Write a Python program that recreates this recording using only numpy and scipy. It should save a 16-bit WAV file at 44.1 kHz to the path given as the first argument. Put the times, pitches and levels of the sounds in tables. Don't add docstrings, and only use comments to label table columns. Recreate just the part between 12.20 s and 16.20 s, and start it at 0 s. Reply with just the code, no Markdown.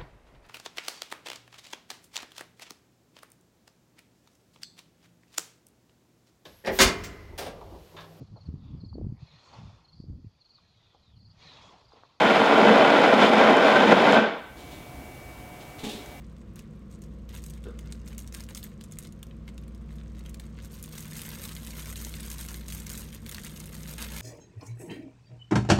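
import sys
import numpy as np
from scipy import signal
from scipy.fft import rfft, irfft
from scipy.io import wavfile
from scipy.ndimage import map_coordinates

SR = 44100
rng = np.random.default_rng(int(sys.argv[2]) if len(sys.argv) > 2 else 0)


def wav_record(signal):
    frames = np.transpose(np.atleast_2d(signal))
    bounded = np.clip(frames, -1, 1)
    quanta = np.round(bounded * 32767).astype(np.int16)
    wavfile.write(sys.argv[1], SR, quanta)


N = 176400
STOP_S = 1.947

# (time [s], relative level [dB])
GRINDING_RIDE = [(0, 1), (.22, -2), (.33, 0), (.55, 1), (.95, -2.5), (1.3, 0), (1.75, -2), (1.97, 3)]
GRIT_RIDE = [(0, 2), (.6, 1.5), (.97, 0), (1.003, 4.5), (1.07, 5), (1.11, -2), (1.18, 2), (1.36, -2),
             (1.46, 1), (1.8, 1), (1.92, 2), (1.99, 5)]
BOOM_RIDE = [(0, 1), (.25, -4.5), (.5, 5.5), (.85, -4.5), (1.02, 2.5), (1.35, -1), (1.58, -3), (1.71, 5),
             (1.83, -3), (2.02, 3.5)]
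# (time [s], half-width [s], boost [dB])
CRUNCHES = [(0.058, 0.0077, 3), (0.102, 0.011, 1.5), (0.48, 0.01, 2), (0.55, 0.019, 1.5),
            (0.603, 0.019, 1.5), (0.704, 0.0029, 6.5), (0.775, 0.021, 3.5), (0.843, 0.02, 4.5),
            (0.934, 0.0064, 6), (1.019, 0.021, 5), (1.134, 0.01, 2.5), (1.202, 0.022, 3.5),
            (1.288, 0.013, 4), (1.398, 0.028, 1.5), (1.471, 0.013, 5), (1.51, 0.0099, 3),
            (1.563, 0.0096, 6), (1.62, 0.013, 4), (1.688, 0.016, 4.5), (1.721, 0.0046, 8.5),
            (1.9, 0.011, -0.5), (1.94, 0.015, 0)]
# (time [s], relative level [dB])
SING_RIDE = [(0, -42), (1.3, -52), (1.44, -27), (1.51, -49), (1.565, -21), (1.64, -49), (1.72, -26),
             (1.82, -56), (1.96, -24.5)]
RUMBLE_RIDE = [(2.2, -50), (2.55, -43.5), (2.85, -47), (3.25, -46), (3.4, -62), (4, -60)]
# (time [s], relative level [dB])
SNAPS = [(.658, -36), (0.94, -25), (1.003, -32), (1.043, -39), (1.135, -25), (1.178, -24)]
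TICKS = [(1.368, -32.5), (1.923, -29.5), (3.642, -39), (3.702, -41), (3.86, -41)]
KNOCKS = [(3.634, -31), (3.641, -30), (3.668, -30.5), (3.75, -35)]
# (time [s], attack [s], decay [s], level [dB])
RUBS = [(2.36, 0.018, 0.13, -50), (2.5, 0.021, 0.065, -52.5), (3.39, 0.023, 0.036, -50),
        (3.58, 0.012, 0.054, -45), (3.632, 0.015, 0.052, -38), (3.682, 0.019, 0.12, -43)]
# (frequency [Hz], width [Hz], gain [dB])
CASE_MODES = [(140, 9.9, -2), (279, 33, 4), (360, 6.5, -4.5), (451, 15, -6), (553.4, 13, -1.5),
              (637, 11, -3), (1092, 49, -7.5), (1540, 90, -5.5), (2020, 12, 6.5), (2270, 25, -1),
              (2611, 20, 8.5), (3068, 50, 13.5)]
STONE_MODES = [(3085, 16, -1), (3460, 78, -2.5), (3720, 36, 3), (4310, 55, 1), (5030, 180, 1),
               (6880, 93, 0), (8600, 250, -6), (10100, 350, 0), (10900, 250, -7), (13000, 200, -6)]
# (frequency [Hz], relative level [dB], t60 [s])
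BOWL_MODES = [(216, 5.5, 0.16), (258, 3.5, 0.085), (297, -10, 0.088), (416, -2.5, 0.74), (442, -10.5, 0.44),
              (593, -21, 0.22), (810, -5, 0.19)]
# (frequency [Hz], relative level [dB])
CASE_EQ = [(30, -31), (85, -34), (120, -19.5), (165, -10.5), (205, -6.5), (252, -9.5), (300, -6),
           (400, -1.5), (520, 1), (620, -0.5), (800, -0.5), (1000, -5), (1220, -12.5), (1400, -6),
           (1700, -16), (2400, -14), (2800, -27), (3400, -27), (4200, -28.5), (7000, -44), (15000, -83)]
GRIT_EQ = [(100, -56), (600, 2.5), (1400, 8.5), (2400, 1.5), (3500, -0.5), (4500, -13.5), (7000, -21.5),
           (10000, -35), (15500, -42)]
SNAP_EQ = [(150, -25), (600, -4), (1300, 0), (2400, -3), (3500, -4), (4600, -13), (7000, -23), (11000, -35),
           (15500, -46)]
FLOUR_EQ = [(500, -25), (3000, -3), (8000, 4), (11000, 1), (15500, -9)]
RUB_EQ = [(100, -22), (250, 9), (420, 3), (700, 0.5), (1400, -13), (2500, -3), (3650, 2), (4800, -7),
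          (7000, -9.5), (11000, -17), (15500, -22)]
TICK_EQ = [(300, -6), (1500, 4), (4000, -9), (7000, -2), (15000, -31)]
AIR_EQ = [(20, -40), (33, -15), (58, -4), (100, -10), (132, -4), (180, -11), (300, -8), (360, -12.5),
          (560, -15), (800, -14.5), (1300, -22), (1900, -27), (2300, -25.5), (3300, -28.5), (4500, -33),
          (15500, -34.5)]
# (frequency [Hz], level [dB])
WHINE_TONES = [(598, -60), (720.5, -56), (1560, -68.5), (1800, -70), (2040, -64.5), (2159, -68),
               (2278, -56), (2762, -68)]


def mill(t):
    tail_s = np.maximum(t - STOP_S, 0)
    load_db = crushing_load(t)
    grinding = kernel_cracks(t, load_db, tail_s) + grit_scrape(t, load_db, tail_s)
    snaps = room(clicks(t, SNAPS, SNAP_EQ, decay_s=.004))
    return grinding + snaps + case_boom(t) + singing_stones(t, tail_s) + flour_hiss(tail_s)


def crushing_load(t, shaft_hz=46.2, swing_db=1):
    turn = 2 * np.pi * np.cumsum(shaft_hz * (1 + 0.015 * walk(7.4))) / SR
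    accents = sum(db * np.exp(-((t - at) / width) ** 2 / 2) for at, width, db in CRUNCHES)
    return swing_db * np.cos(turn) / 2 + 0.64 * walk(70) + accents


def kernel_cracks(t, load_db, tail_s, level_db=-16, fall_db_per_s=106.5):
    cracks = grains(per_s=1600, spread_db=2) * undb(load_db)
    body = wood_smear(ring(colour(cracks, CASE_EQ), CASE_MODES))
    return unit(room(body)) * undb(level_db + curve(t, GRINDING_RIDE) - fall_db_per_s * tail_s)


def wood_smear(x, delay_s=.005, at_hz=501.4):
    f = np.fft.rfftfreq(2 * N, 1 / SR)
    lag_cycles = 2 * delay_s * np.sqrt(at_hz * f)
    return irfft(rfft(x, 2 * N) * np.exp(-2j * np.pi * lag_cycles))[:N]


def grit_scrape(t, load_db, tail_s, buzz_hz=234.5, buzz_depth=0.17, fall_db_per_s=87):
    shake = 1 + buzz_depth * np.cos(2 * np.pi * buzz_hz * t)
    grit = grains(per_s=6000, spread_db=-0.5) * shake * undb(0.58 * load_db)
    grit = ring(colour(grit, GRIT_EQ), STONE_MODES)
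    splinters = ring(colour(grains(per_s=130, spread_db=2.2), SNAP_EQ), STONE_MODES)
    scrape = unit(room(grit)) * undb(-27) + unit(room(splinters)) * undb(-39) * (t < STOP_S)
    return darken_tail(scrape, tail_s) * undb(curve(t, GRIT_RIDE) - fall_db_per_s * tail_s)


def darken_tail(x, tail_s, treble_hz=5500, fall_db_per_s=60):
    dull = signal.sosfiltfilt(signal.butter(2, treble_hz, fs=SR, output="sos"), x)
    return dull + (x - dull) * undb(-fall_db_per_s * tail_s)


def case_boom(t, level_db=-27, release_at_s=2, fall_db_per_s=171):
    release_db = fall_db_per_s * np.maximum(t - release_at_s, 0)
    return wavering_tone(hz=219.2, width_hz=42) * undb(level_db + curve(t, BOOM_RIDE) - release_db)


def singing_stones(t, tail_s, fall_db_per_s=94):
    chatter_db = -walk(140)
    level_db = curve(t, SING_RIDE) + chatter_db - fall_db_per_s * tail_s
    return wavering_tone(hz=1536, width_hz=60) * undb(level_db)


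def flour_hiss(tail_s, level_db=-57.5, fall_db_per_s=158):
    return noise(FLOUR_EQ) * undb(level_db - fall_db_per_s * tail_s)


def bowl_knocks(t, trim_db=-9.5, detune=0.0223):
    out = np.zeros(N)
    for at, db in KNOCKS:
        age = np.maximum(t - at, 0)
        for hz, mode_db, t60 in BOWL_MODES:
            pitch_hz = hz * (1 + detune * rng.standard_normal())
            out += undb(db + mode_db + trim_db - 60 * age / t60) * np.sin(2 * np.pi * pitch_hz * age)
    return out


def bowl_rubs(t):
    push = np.zeros(N)
    for at, attack, decay, db in RUBS:
        rise = np.clip((t - at) / attack, 0, 1)
        push += undb(db) * rise * np.exp(-np.maximum(t - at - attack, 0) / decay)
    return push * unit(colour(grains(per_s=4000, spread_db=1.5), RUB_EQ))


def clicks(t, cues, eq, decay_s):
    envelope = sum(undb(db) * (t >= at) * np.exp(-np.abs(t - at) / decay_s) for at, db in cues)
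    return envelope * noise(eq)


def room_tone(t, start_s=2.01, fade_in_s=0.5):
    hiss = undb(-44.5 + 0.13 * walk(11)) * noise(AIR_EQ)
    whine = sum(np.sqrt(2) * undb(db + walk(11)) * np.sin(2 * np.pi * hz * t + .5 * walk(8))
                for hz, db in WHINE_TONES)
    rumble = wavering_tone(hz=63, width_hz=48) * undb(curve(t, RUMBLE_RIDE) - 4.5)
    return (hiss + whine + rumble) * np.clip((t - start_s) / fade_in_s, 0, 1) ** 1.2


def room(x, t60_s=0.2, wet_db=-9.5, predelay_s=.004):
    t = np.arange(SR // 2) / SR
    tail = rng.standard_normal(len(t)) * undb(-60 * t / t60_s) * (t > predelay_s)
    return x + undb(wet_db) * signal.fftconvolve(x, tail / np.linalg.norm(tail))[:N]


def grains(per_s, spread_db):
    hit = rng.random(N) < per_s / SR
    size = undb(spread_db * np.minimum(rng.exponential(size=N), 3))
    return unit(hit * size * rng.choice([-1, 1], N))


def noise(eq):
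    return unit(colour(rng.standard_normal(N), eq))


def colour(x, eq):
    hz, db = np.array(eq).T
    f = np.maximum(np.fft.rfftfreq(2 * N, 1 / SR), 1)
    gain = undb(np.interp(np.log(f), np.log(hz), db))
    cepstrum = irfft(np.log(gain))
    cepstrum[1:N] *= 2
    cepstrum[N + 1:] = 0
    return irfft(rfft(x, 2 * N) * np.exp(rfft(cepstrum)))[:N]


def ring(x, modes):
    return x + sum(undb(db) * resonate(x, hz, width) for hz, width, db in modes)


def wavering_tone(hz, width_hz):
    return unit(resonate(resonate(rng.standard_normal(N), hz, width_hz), hz, width_hz))


def resonate(x, hz, width_hz):
    return signal.lfilter(*signal.iirpeak(hz, hz / width_hz, fs=SR), x)


def walk(per_s):
    knots = rng.standard_normal(2000)
    return map_coordinates(knots, [np.arange(N) / SR * per_s], order=2, mode="wrap")


def curve(t, ride):
    return np.interp(t, *np.array(ride).T)


def undb(db):
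    return 10 ** (np.asarray(db) / 20)


def unit(x):
    return x / np.sqrt(np.mean(x ** 2))


def scene():
    t = np.arange(N) / SR
    grinding = mill(t)
    foley = bowl_knocks(t) + bowl_rubs(t) + clicks(t, TICKS, TICK_EQ, decay_s=0.0027)
    return (grinding + room(foley) + room_tone(t))[None]


def record(dry):
    ceiling, top_hz = .95, 15800
    rounded = dry / (1 + (dry / ceiling) ** 6) ** (1 / 6)
    return signal.sosfilt(signal.ellip(10, .2, 80, top_hz, fs=SR, output="sos"), rounded)


dry = scene()
out = record(dry)
wav_record(out)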